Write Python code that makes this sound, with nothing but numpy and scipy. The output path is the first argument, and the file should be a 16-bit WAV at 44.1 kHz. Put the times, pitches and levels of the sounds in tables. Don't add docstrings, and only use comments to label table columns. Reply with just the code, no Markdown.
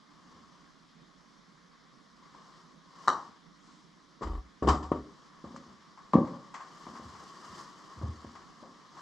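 import sys
import numpy as np
from scipy import signal
from scipy.fft import rfft, irfft
from scipy.io import wavfile
from scipy.ndimage import uniform_filter1d

SR = 44100
rng = np.random.default_rng(int(sys.argv[2]) if len(sys.argv) > 2 else 0)


def log_audio(samples):
    frames = np.atleast_2d(samples).T
    limited = np.clip(frames, -1, 1)
    pcm = np.round(limited * 32767).astype(np.int16)
    wavfile.write(sys.argv[1], SR, pcm)


N = 397341

# (frequency [Hz], level re impulse [dB], t60 [s])
FLOOR_MODES = [(237, -2.5, 0.13), (355, -1, 0.27), (545, 4.5, 0.04), (760, -3, 0.18), (1068, -3.5, 0.099)]
# (frequency [Hz], left-right correlation [-])
ROOM_CORRELATION = [(100, 0.99), (500, 0.97), (1100, 0.95), (2200, 0.63), (4200, 0.75), (8600, 0.98)]
# (frequency [Hz], gain [dB])
MIC_PORTS = [(30, -11), (75, 9), (250, -1), (480, -5), (680, -6), (900, -7.5), (1150, 1.5), (1400, -9),
             (1950, -10), (2500, -26), (3100, -24), (5200, -28), (7700, -32.5), (9300, -43.5),
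             (14000, -55.5)]


def putt(time_s=3.0762, level_db=-24.5, room_db=7):
    # (frequency [Hz], level re impulse [dB], t60 [s])
    club_modes = [(930, 0, 0.15), (1238, -1, 0.04), (1460, -9, 0.097), (1940, -2, .06), (3050, 19.5, 0.024),
                  (3890, 16, 0.025), (4320, 7, 0.022), (5770, 17.5, 0.03), (6940, 9, 0.053),
                  (7600, 10, .05)]
    # (frequency [Hz], gain [dB])
    click_eq = [(60, -28), (110, -24), (250, -5), (600, -2.5), (900, 10.5), (1400, 7), (1900, -2),
                (2500, -15), (4000, 3), (8000, 1.5), (14000, -7)]
    # (delay [s], gain [dB])
    echoes = [(.0026, -13.5), (.005, 8.5), (0.0134, 4), (0.0211, -9), (0.025, -2), (0.056, -7.5)]
    click = sized(colour(body(club_modes), click_eq), level_db)
    out = np.zeros((2, N))
    add(out, time_s, scatter(click, spread_s=0.0015))
    add(out, time_s, amp(room_db) * reverb(click, hallway(rise_s=0.0029)))
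    for delay_s, db in echoes:
        add(out, time_s + delay_s, amp(db) * scatter(click, spread_s=0.0021))
    return out


def ramp_knocks():
    # (time [s], level [dB], hardness [dB], room [dB])
    hits = [(4.209, -40.5, -6.5, 10.5), (4.218, -36.5, 0, 2.5), (4.2285, -42.5, 7, -6),
            (4.269, -39, 1, -15), (4.6225, -25, -7, 6.5), (4.671, -22.5, -0.5, 3.5), (4.677, -20, -6, -17),
            (4.6845, -25.5, 6.5, -3.5), (4.825, -51, 7, 5), (4.9155, -18, -9, -9)]
    bands = [(.001, 217, 583, 0, 0, -1.5), (.001, 780, 1310, 0, 1.5, 0.5),
             (.001, 1840, 3200, -16.5, 1.5, -4), (.002, 3700, 8600, -20.5, 2.03, 1.5)]
    # (frequency [Hz], level re impulse [dB], t60 [s])
    modes = [(155, 8.5, 0.21), (258, 3, 0.5), (307, 7.5, 0.3), (342, 1.5, 0.18), (400, 4.5, 0.16),
             (490, -14, 0.25), (587, 3, 0.092), (743, 5, 0.075), (939, 5, 0.11), (1130, -2.5, 0.24),
             (1250, -6, 0.23), (1370, -1, 0.27), (1763, 5, 0.099), (1885, -6, 0.11), (3060, 9, 0.016),
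             (4860, 6, 0.033), (5430, 5, .1), (5900, 1, 0.15), (6550, -12, 0.067), (7300, 3, .04),
             (7520, 3, 0.022)]
    return knocks(hits + chatter(), bands, modes, rise_s=0.0031, spread_s=0.017, split_hz=850)


def chatter(per_run=4, fade_db=-8.5, jitter_db=2, room_db=-12):
    # (start [s], length [s], level [dB], hardness [dB])
    runs = [(4.299, 0.1, -43, -0.5), (4.693, .07, -23.5, -2), (4.935, .06, -33, -5)]
    hits = []
    for start_s, length_s, db, hardness_db in runs:
        for progress in (np.arange(per_run) + rng.random(per_run)) / per_run:
            level_db = db + fade_db * progress + jitter_db * rng.standard_normal()
            hits.append((start_s + progress * length_s, level_db, hardness_db, room_db))
    return hits


def ramp_flex(waver=0.096, lumps_db=2.5):
    # (slow [Hz], fast [Hz])
    modes_hz = (45.9, 70.3)
    # (start [s], length [s], slow mode [dB], fast mode [dB])
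    loads = [(4.224, 0.16, -34.5, -38.5), (4.618, .105, -42, -25.5), (4.752, 0.26, -58, -43)]
    out = np.zeros(N)
    for mode, hz in enumerate(modes_hz):
        drift, lumps = wander((2, N), 2000)
        load = sum(amp(db[mode]) * envelope(s, length_s, rise_s=0.054, sag_db_per_s=-21, t60_s=0.21)
                   for s, length_s, *db in loads)
        out += load * amp(lumps_db * lumps) * tone(hz * (1 + waver * drift))
    return out


def roll(level_db=-57):
    # (frequency [Hz], level [dB])
    spectrum = [(80, -29), (290, 14), (500, -25), (1100, 6), (1600, -5), (2500, -17), (3300, -12),
                (5000, -8.5), (7400, -11.5), (9200, -26), (12500, -67), (15000, -48)]
    gain = amp(level_db) * envelope(3.56, length_s=0.14, rise_s=0.15, sag_db_per_s=-19, t60_s=0.96)
    return gain * wash(spectrum, ROOM_CORRELATION, patchy_db=0.5)


def floor_knocks():
    # (time [s], level [dB], hardness [dB], room [dB])
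    hits = [(5.541, -44, -5.5, 3.5), (6.133, -28, 6, 2.5), (6.138, -24.5, 2, -12), (6.1445, -22.5, -7, 8.5),
            (6.151, -8.5, -21, -18), (6.183, -18.5, -7.5, -13), (6.213, -18, -22, -19),
            (6.332, -48, 4, 5.5)]
    bands = [(.02, 62, 160, -43.5, -1, 0), (0.0014, 182, 308, -0.5, 0, -1),
             (0.0011, 448, 654, -4.5, 0.37, 0.5), (0.00199, 826, 1143, -5, 2, -1.5),
             (0.00061, 1750, 6300, -31, 2.3, 4.5)]
    return knocks(hits, bands, FLOOR_MODES, rise_s=0.00091, spread_s=0.006, split_hz=2220)


def light_clicks():
    # (time [s], level [dB], hardness [dB], room [dB])
    hits = [(2.347, -44, -6, 2.5), (5.561, -46, 2.5, -11), (5.974, -48, -4, 7.5), (6.249, -60, 5.5, -5),
            (6.271, -46.5, -1, 4.5), (6.350, -45.5, -4, -13), (6.540, -51.5, 4.5, 9), (6.604, -44.5, -1, 6),
            (6.866, -40, -4, 1), (6.952, -40, -5.5, 8), (7.148, -53.5, 0, 8.5), (8.352, -47.5, 0, 4),
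            (8.967, -45.5, -6, 11.5)]
    bands = [(0.00094, 770, 1460, 0, 1.5, 2), (0.00202, 1960, 3100, -16.5, 2.24, 6.5),
             (0.00103, 4200, 8300, -15, 2.5, -1.5)]
    return knocks(hits, bands, FLOOR_MODES, rise_s=0.00093, spread_s=0.016, split_hz=2200)


def footsteps():
    # (time [s], level [dB], hardness [dB], room [dB])
    steps = [(.24, -63, 1, 14.5), (.335, -56, -2, 7), (5.439, -36.5, 3.5, 0.5), (5.662, -48.5, 1.5, 3),
             (6.866, -41.5, 6, 4), (6.993, -43.5, 4, 0.5), (7.04, -51.5, -11, 2), (7.48, -62, -12, 0),
             (7.96, -55.5, -15, 15), (8.011, -40.5, 7, 7), (8.021, -40.5, -15.5, -2.5),
             (8.072, -51, -19, -9), (8.243, -38.5, -1, -3), (8.624, -45.5, 19, 2.5)]
    bands = [(0.0107, 74, 121, -7.5, -1.5, -8.5), (.001, 183, 370, -2, 0, 0),
             (0.002785, 500, 1220, -9, .5, -1)]
    return knocks(steps, bands, FLOOR_MODES, rise_s=0.0055, spread_s=0.0067, split_hz=573)


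def clothes(still_db=-66.5, body_db=10, stir_s=1, flutter_db=0.9, fizz_db=-12, fizz_hz=5000):
    # (peak [s], rise [s], fall [s], level [dB])
    swishes = [(.33, 0.34, 0.58, -60.5), (2.47, 0.34, 0.31, -58), (3.07, 0.15, 0.27, -52.5),
               (7.45, 0.031, .03, -61.5), (7.6, 0.068, 0.057, -53.5), (9.0, 0.066, .1, -61)]
    # (time [s], treble level [dB])
    rustle = [(5.15, -69.5), (5.4, -70.5), (5.55, -67), (5.75, -70.5), (5.97, -71.5), (6.25, -67),
              (6.58, -68), (6.75, -63), (7.51, -61), (7.63, -63.5), (7.89, -63.5), (8.53, -66.5),
              (8.7, -69), (9.0, -68)]
    t = np.arange(N) / SR
    shifting = sum(amp(db) * np.exp(-((t - s) / np.where(t < s, rise_s, fall_s)) ** 2)
                   for s, rise_s, fall_s, db in swishes)
    fade_in = np.clip(1 + (t - rustle[0][0]) / stir_s, 0, 1)
    fetching = fade_in * amp(body_db + np.interp(t, *np.transpose(rustle)))
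    motion = np.maximum(shifting + fetching, amp(still_db))
    speed = motion * amp(flutter_db * wander(N, 700))
    fibres = np.array([colour(rng.standard_normal(N) ** 3, MIC_PORTS) for side in "LR"])
    fibres = unit_rms(butter_filter(fibres + 0.5 * fibres[::-1], 3, fizz_hz, "high"))
    fizz = amp(fizz_db) * motion.max() * (speed / motion.max()) ** 1.8 * fibres
    # (frequency [Hz], level [dB])
    spectrum = [(88, -28), (150, -7.5), (230, -12), (360, -8), (525, -15.5), (848, -13.5), (1100, 1.5),
                (1490, -16), (1840, -13), (2540, -32), (3020, -20.5), (3580, -25.5), (4880, -18),
                (7490, -29), (9050, -47.5), (11800, -54), (19900, -120)]
    return speed * wash(spectrum, ROOM_CORRELATION, patchy_db=0.45) + fizz


def hallway(rise_s, count=32768):
    # (frequency [Hz], t60 [s])
    decay = [(60, 0.66), (160, 0.52), (420, 0.46), (1100, .39), (2900, 0.26), (7700, 0.33), (13000, 0.15)]
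    hz, t, spectra = noise_pair(count, ROOM_CORRELATION)
    tail = signal.istft(spectra * amp(-60 * t / lookup(decay, hz)[:, None]), SR)[1][:, :count]
    return tail * (1 - np.exp(-(np.arange(count) / SR / rise_s) ** 2))


def hush(air_db=-61.5, whine_hz=10220, whine_db=-99):
    # (frequency [Hz], level [dB])
    spectrum = [(15, -33), (25, -13.5), (59, -12), (107, -26), (167, 3), (309, -5.5), (341, -13.5),
                (587, -19), (870, -21.5), (1200, -12.5), (2060, -16.5), (2700, -27), (3290, -18),
                (5530, -20.5), (9050, -41), (11800, -51), (19900, -120)]
    # (frequency [Hz], left-right correlation [-])
    correlation = [(60, 0.9), (120, 0.53), (250, 0.44), (500, 0.084), (1020, 0.16), (2080, 0.5),
                   (4230, 0.78), (8600, 0.96)]
    # (frequency [Hz], left over right [dB])
    balance = [(60, 4), (100, -23.5), (180, -3.5), (310, -9.5), (550, -16.5), (950, -14), (1640, 0),
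               (2850, 1.5), (4950, 0), (8600, 8.5)]
    whine = tone(whine_hz * (1 + 0.005 * wander(N, 100)))
    air = pan_bands(wash(spectrum, correlation, patchy_db=1.45), balance)
    return amp(air_db) * air + amp(whine_db) * whine


def knocks(hits, bands, modes, rise_s, spread_s, split_hz):
    ring, tail, out = body(modes), hallway(rise_s), np.zeros((2, N))
    for delay_s, low_hz, high_hz, band_db, slope, wet_db in bands:
        blow = sized(butter_filter(ring, 2, [low_hz, high_hz], "band"), band_db)
        wet = amp(wet_db) * reverb(blow, tail)
        for s, db, hardness_db, room_db in hits:
            sound = scatter(blow, spread_s, split_hz) + amp(room_db) * wet
            add(out, s + delay_s, amp(db + slope * hardness_db) * sound)
    return out


def body(modes):
    t = np.arange(SR * 3 // 5) / SR
    ring = np.zeros(len(t))
    for hz, db, t60_s in modes:
        gain = amp(db) * 2 * np.log(1000) / (t60_s * SR)
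        ring += gain * amp(-60 * t / t60_s) * np.cos(2 * np.pi * hz * t)
    return colour(ring + (t == 0), MIC_PORTS)


def scatter(x, spread_s, split_hz=2200):
    low, high = (butter_filter(x, 4, split_hz, side) for side in ("low", "high"))
    t = np.arange(2048) / SR
    _, _, spectra = noise_pair(len(t), ROOM_CORRELATION)
    taps = signal.istft(spectra, SR)[1][:, :len(t)] * np.exp(-t / spread_s)
    taps /= np.linalg.norm(taps[0])
    return low + signal.fftconvolve(high[None], taps, axes=1)[:, :len(x)]


def reverb(x, tail):
    wet = signal.fftconvolve(x[None], tail, axes=1)[:, :len(x)]
    return unit_rms(wet) * np.sqrt(np.mean(x ** 2))


def wash(spectrum, correlation, patchy_db):
    _, _, spectra = noise_pair(N, correlation)
    patches = uniform_filter1d(rng.standard_normal(spectra.shape[1:]), size=12, axis=0)
    patches = unit_rms(uniform_filter1d(patches, size=8, axis=1))
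    noise = signal.istft(spectra * amp(patchy_db * patches), SR)[1][:, :N]
    gain = amp(lookup(spectrum, np.fft.rfftfreq(N, 1 / SR)))
    return unit_rms(irfft(rfft(noise) * gain, N))


def noise_pair(count, correlation):
    hz, t, (a, b) = signal.stft(rng.standard_normal((2, count)), SR, nperseg=512)
    same = np.clip(lookup(correlation, hz), -1, 1)[:, None]
    return hz, t, np.array([a, same * a + np.sqrt(1 - same ** 2) * b])


def envelope(start_s, length_s, rise_s, sag_db_per_s, t60_s):
    t = np.maximum(np.arange(N) / SR - start_s, 0)
    db = sag_db_per_s * np.minimum(t, length_s) - 60 * np.maximum(t - length_s, 0) / t60_s
    return np.minimum(t / rise_s, 1) * amp(db)


def colour(x, points, size=4096):
    log_gain = np.log(amp(lookup(points, abs(np.fft.fftfreq(size, 1 / SR)))))
    taps = np.fft.ifft(np.exp(np.conj(signal.hilbert(log_gain)))).real
    return signal.fftconvolve(x, taps[:size // 2])[:len(x)]


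def pan_bands(x, balance):
    half_db = lookup(balance, np.fft.rfftfreq(x.shape[1], 1 / SR)) / 2
    return irfft(rfft(x) * amp([half_db, -half_db]), x.shape[1])


def butter_filter(x, order, hz, kind):
    return signal.sosfilt(signal.butter(order, hz, kind, fs=SR, output="sos"), x)


def wander(shape, window_samples):
    return unit_rms(uniform_filter1d(rng.standard_normal(shape), size=window_samples))


def tone(hz):
    return np.sqrt(2) * np.sin(2 * np.pi * np.cumsum(hz) / SR)


def sized(x, db):
    return amp(db) * x * np.sqrt(SR / 200) / np.linalg.norm(x)


def lookup(points, hz):
    points_hz, values = np.transpose(points)
    return np.interp(np.log(hz + 1), np.log(points_hz + 1), values)


def add(mix, time_s, sound):
    part = mix[:, round(time_s * SR):][:, :sound.shape[1]]
    part += sound[:, :part.shape[1]]


def unit_rms(x):
    return x / np.sqrt(np.mean(x ** 2) + 1e-20)


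def amp(db):
    return 10 ** (np.asarray(db) / 20)


def scene():
    # (frequency [Hz], left over right [dB])
    balance = [(180, 0.5), (310, 0), (550, 3), (950, 4.5), (1640, -0.5), (2850, 11.5), (4950, -3),
               (8600, 0)]
    wood = ramp_knocks() + ramp_flex() + floor_knocks() + light_clicks() + footsteps()
    return pan_bands(putt() + roll() + wood + clothes(), balance) + hush()


def record(dry):
    taps = signal.firwin(511, 14500, window=("kaiser", 9), fs=SR)
    return signal.oaconvolve(dry, taps[None], "same")


dry = scene()
out = record(dry)
log_audio(out)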